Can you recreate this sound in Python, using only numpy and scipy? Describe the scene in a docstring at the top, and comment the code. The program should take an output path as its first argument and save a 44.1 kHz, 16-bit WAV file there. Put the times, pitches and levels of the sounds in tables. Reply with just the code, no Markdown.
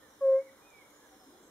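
"""A songbird's faint whistle opens, to the right among trees, over outdoor hum and microphone hiss.
Then a toad afloat on a still pond hoots once, the loudest sound: its vocal sac passes a nearly pure
note, which the far bank throws back faintly. A small bird trills high up, tiny ticks sound close by,
and soft low notes and a rumble come from far off. The recorder cuts three narrow notches in it all."""
import sys
import numpy as np
from scipy import signal
from scipy.fft import rfft, irfft
from scipy.io import wavfile
from scipy.ndimage import uniform_filter1d, map_coordinates

SR = 44100
rng = np.random.default_rng(int(sys.argv[2]) if len(sys.argv) > 2 else 0)


def int16_out(signal):
    """Quantize to a 16-bit WAV file."""
    q = np.round(np.clip(np.atleast_2d(signal).T, -1, 1) * 32767)
    wavfile.write(sys.argv[1], SR, q.astype(np.int16))


N = 66150
TIME = np.arange(N) / SR
BASS_LEAD_S = 5e-5  # the left microphone port leads in the bass


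def undb(db):
    """Logarithmic level: decibels to an amplitude ratio."""
    return 10 ** (np.asarray(db) / 20)


def noise_band(hz, width_hz):
    """Band-limited noise: white noise filtered around hz, rms 1."""
    edges = np.clip([hz - width_hz / 2, hz + width_hz / 2], 5, .45 * SR)
    y = signal.sosfilt(signal.butter(2, edges, "band", fs=SR, output="sos"), rng.standard_normal(N))
    return y / np.sqrt(np.mean(y ** 2))


def wander(rate_hz):
    """Random modulation: held values, smoothed twice, with a spread near 1."""
    hold = int(SR / rate_hz)
    steps = np.repeat(rng.standard_normal(N // hold + 1), hold)
    return 1.3 * uniform_filter1d(uniform_filter1d(steps, hold), hold)[:N]


def delay(x, seconds):
    """Propagation delay, interpolated between samples."""
    return map_coordinates(x, [np.arange(N) - seconds * SR], order=3, mode="constant")


def place(x, pan_db=0, lead_s=0):
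    """Localisation by level and time at two ports: positive means left louder and earlier."""
    return np.array([x * undb(pan_db / 2), delay(x, lead_s) * undb(-pan_db / 2)])


def follow(rows, fade_s):
    """Phase as the integral of a pitch curve, with a faded amplitude envelope per level column."""
    times, pitch, *levels = np.array(rows, float).T
    smooth = lambda column: uniform_filter1d(np.interp(TIME, times, column), size=200)
    gate = np.clip(np.minimum(TIME - times[0], times[-1] - TIME) / fade_s, 0, 1)
    phase = 2 * np.pi * np.cumsum(smooth(pitch)) / SR
    return phase, [np.sqrt(2) * gate * undb(smooth(db)) for db in levels]


def glides(rows, settle):
    """Exponential frequency glides under arched envelopes; a larger settle slides earlier."""
    out = 0
    for start, length, from_hz, to_hz, db in rows:
        progress = np.clip((TIME - start) / length, 0, 1)
        hz = from_hz + (to_hz - from_hz) * (1 - np.exp(-settle * progress)) / (1 - np.exp(-settle))
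        arch = np.sqrt(2) * undb(db) * np.sqrt(np.abs(np.sin(np.pi * progress)))
        out = out + arch * np.sin(2 * np.pi * np.cumsum(hz) / SR)
    return out


def air():
    """Noise floor of hum and hiss: its third-octave bands swell together and flicker independently."""
    # floor spectrum: (frequency [Hz], relative spectral density [dB])
    density = [(20, -17), (60, -8.5), (150, -9), (240, -3.5), (330, -4), (480, -1), (700, -7.5),
               (1050, -5.5), (1600, -10.5), (2200, -16), (3000, -18.5), (3700, -16.5), (5300, -18),
               (7000, -19.5), (9000, -20.5), (13500, -23.5), (15600, -27)]
    # stereo width: (frequency [Hz], side minus mid [dB])
    width = [(60, -9), (130, -8.5), (300, -13.5), (700, -5.5), (1300, -6), (2400, 1), (4400, 0.5),
             (8000, 1), (15000, 1.5)]
    # stereo balance: (frequency [Hz], left minus right [dB])
    balance = [(60, .5), (400, 0), (2400, -1.5), (15000, -.5)]
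    hz = np.maximum(np.arange(N // 2 + 1) * SR / N, 1)
    curve = lambda table: np.interp(np.log(hz), np.log(np.array(table)[:, 0]), np.array(table)[:, 1])
    mid, side = rfft(rng.standard_normal((2, N))) * undb(curve(density))
    side = side * undb(curve(width))
    lag = np.exp(-2j * np.pi * np.minimum(hz, 1200) * BASS_LEAD_S)  # phase lag grows up to 1200 Hz
    tilt = undb(curve(balance) / 2)
    pair = np.array([(mid + side) * tilt, (mid * lag - side) / tilt])
    out, swell_db = 0, .4 * wander(rate_hz=1.6)
    for octave in np.arange(4, 14.4, 1 / 3):
        share = np.clip(1 - 3 * np.abs(np.log2(hz) - octave), 0, 1)
        flicker_db = .8 * wander(rate_hz=12)
        out = out + irfft(pair * share, N) * undb(swell_db + flicker_db)
    return out * undb(-61.5) / np.sqrt(np.mean(out.mean(0) ** 2))


def hum():
    """Narrow-band noise heard as an unsteady drone; a wider band enters late as a far rumble."""
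    start_s, rise_s = 1.222, .085
    rise = np.clip((TIME - start_s) / rise_s, 0, 1)
    rumble = rise * undb(-64 + 1.3 * wander(rate_hz=25)) * noise_band(hz=331, width_hz=196)
    drone = undb(-71.5) * noise_band(hz=297.2, width_hz=21)
    return place(rumble + drone, lead_s=BASS_LEAD_S)


def far_notes():
    """Soft, low pure tones far off, each gliding almost linearly in frequency."""
    # far tones: (start [s], length [s], first pitch [Hz], last pitch [Hz], level [dB])
    notes = [(1.11, 0.055, 768, 761, -62.5), (1.11, 0.053, 510, 525, -65), (1.2, 0.057, 770, 731, -65.5),
             (1.34, 0.043, 769, 750, -65), (1.08, 0.097, 304.8, 288, -67.5),
             (1.265, 0.049, 272, 278, -63.5), (1.33, 0.064, 356.3, 345.6, -63), (1.4, 0.022, 345, 377, -59)]
    return place(glides(notes, settle=.34), lead_s=BASS_LEAD_S)


def ticks():
    """Transients close by: tiny dry bursts of noise with exponential decay."""
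    # clicks: (time [s], peak level [dB], centre [Hz], bandwidth [Hz], left minus right [dB])
    clicks = [(.7025, -54, 7000, 1800, -8), (.9045, -52, 11500, 4500, 0), (1.067, -57, 7500, 3500, -3)]
    out, decay_s = 0, .0015
    for start, db, hz, width_hz, pan_db in clicks:
        envelope = (TIME >= start) * np.exp(-np.maximum(TIME - start, 0) / decay_s)
        burst = envelope * noise_band(hz, width_hz)
        out = out + place(undb(db) * burst / np.abs(burst).max(), pan_db)
    return out


def trees(x):
    """Reflection and scattering among trees: one clear echo and a diffuse tail for each channel."""
    t60_s, onset_s = .5, .03
    t = np.arange(int(.6 * SR)) / SR
    tail = rng.standard_normal((2, len(t))) * undb(-60 * t / t60_s) * np.clip(t / onset_s, 0, 1)
    tail = tail / np.sqrt(np.sum(tail ** 2, axis=1, keepdims=True))
    diffuse = signal.fftconvolve(x[None], tail, axes=1)[:, :N]
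    return undb(-13) * delay(x, seconds=.095) + undb(-5) * diffuse


def small_bird():
    """Fast random amplitude modulation spreads high gliding tones into a husky trill."""
    # trill notes: (start [s], length [s], first pitch [Hz], last pitch [Hz], unmodulated level [dB])
    notes = [(.08, .09, 6250, 5680, -72), (.105, .05, 7450, 7350, -77), (.17, .07, 5400, 4900, -77),
             (.62, .14, 3750, 3650, -78), (.89, .135, 6650, 6850, -75.5), (1.035, .36, 6450, 4990, -74.5),
             (1.06, .03, 7000, 6000, -75), (1.27, .2, 3500, 3350, -80), (1.38, .16, 7000, 7800, -75),
             (1.385, .13, 6650, 6350, -77.5)]
    return glides(notes, settle=2.8) * (.8 + wander(rate_hz=500))


def songbird():
    """Four clear whistles: frequency-modulated pure tones with a random flutter in level."""
    # one contour per whistle: (time [s], pitch [Hz], level before flutter [dB])
    whistles = [
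        [(0.015, 1732, -77), (0.031, 1840, -66), (0.079, 1710, -72), (0.089, 1648, -79), (0.11, 1475, -79)],
        [(.3, 1846, -77.5), (.33, 1960, -66.5), (.358, 2111, -60.5), (.375, 2105, -67), (.4, 2202, -63),
         (.425, 2257, -68), (.445, 2252, -67.5), (.468, 2255, -68), (.482, 2066, -70.5), (.497, 1943, -62.5),
         (.51, 1970, -98)],
        [(0.61, 2440, -79), (0.622, 2422, -71.5), (0.682, 2492, -60), (0.706, 2386, -66.5), (0.754, 2300, -61),
         (0.81, 2219, -65), (0.828, 2105, -60.5), (0.84, 2200, -100)],
        [(0.93, 1610, -72), (0.968, 1596, -73), (0.976, 1674, -77), (1.004, 1675, -70.5), (1.05, 1727, -66.5),
         (1.075, 1552, -67)],
    ]
    song, flutter_db = 0, 2.5
    for whistle in whistles:
        phase, (envelope,) = follow(whistle, fade_s=.008)
        song = song + envelope * np.sin(phase)
    return song * undb(flutter_db * wander(rate_hz=60))


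def far_bank(x):
    """Reflection from the pond's bank: two faint, delayed copies."""
    # echo paths: (delay [s], gain [dB])
    echoes = [(.125, -32), (.19, -47)]
    return sum(undb(db) * delay(x, seconds) for seconds, db in echoes)


def toad():
    """Acoustic filtering: the vocal sac passes the fundamental and only traces of the harmonics."""
    # hoot contour: (time [s], pitch [Hz], fundamental [dB], 2nd harmonic [dB], 3rd harmonic [dB])
    contour = [(.205, 556, -67, -66, -71), (.211, 555, -43, -52, -68), (.217, 552, -34, -48, -65),
               (.225, 548, -29, -48, -68), (.24, 544, -25.5, -50, -63), (.257, 538.5, -23, -50, -65),
               (.272, 536, -23, -51, -65), (.292, 535.5, -20.5, -50, -68), (.312, 533.5, -22.5, -48.5, -73),
               (.328, 534, -21.5, -50, -64), (.345, 532.5, -21.5, -51, -63), (.365, 534, -24, -50, -62),
               (.385, 536.5, -27.5, -56, -64), (.4, 539, -32, -61, -70), (.412, 540, -38.5, -74, -78),
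               (.422, 538, -47.5, -85, -88), (.432, 536, -64, -90, -92)]
    # faint noise bands: (centre [Hz], bandwidth [Hz], level re the fundamental's peak [dB])
    bands = [(625, 78, -40), (1366, 630, -45.5)]
    phase, (first, second, third) = follow(contour, fade_s=.003)
    harmonics = [first, second, third, undb(-50) * first]
    tone = sum(envelope * np.sin(k * phase) for k, envelope in enumerate(harmonics, 1))
    noise = sum(undb(db) * noise_band(hz, width_hz) for hz, width_hz, db in bands)
    # the noise swells and fades with the hoot, roughening it slightly
    return tone + first ** 2 / first.max() * noise


def scene():
    """Superposition of the toad and the birds, their reflections and the background."""
    hoot, song, trill = toad(), songbird(), small_bird()
    pond = place(hoot + far_bank(hoot), pan_db=.5, lead_s=3.7e-5)
    birds = place(song, pan_db=-7, lead_s=3e-5) + place(trill, pan_db=-3) + trees(song + trill)
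    return pond + birds + far_notes() + ticks() + air() + hum()


def record(dry):
    """Band-stop filtering in the recorder: three narrow notches, passed twice, then a steep low-pass."""
    # stop bands: (centre [Hz], bandwidth [Hz], gain per pass [dB])
    notches = [(2601, 300, -12), (4613, 480, -26), (7930, 220, -18)]
    cutoff_hz = 15650
    for hz, width_hz, db in notches + notches:
        tuning = -2 * np.cos(2 * np.pi * hz / SR)
        width = np.tan(np.pi * width_hz / SR)
        numerator = [1 + width * undb(db), tuning, 1 - width * undb(db)]
        dry = signal.lfilter(numerator, [1 + width, tuning, 1 - width], dry)
    return signal.sosfilt(signal.ellip(12, .2, 80, cutoff_hz, fs=SR, output="sos"), dry)


dry = scene()
out = record(dry)
int16_out(out)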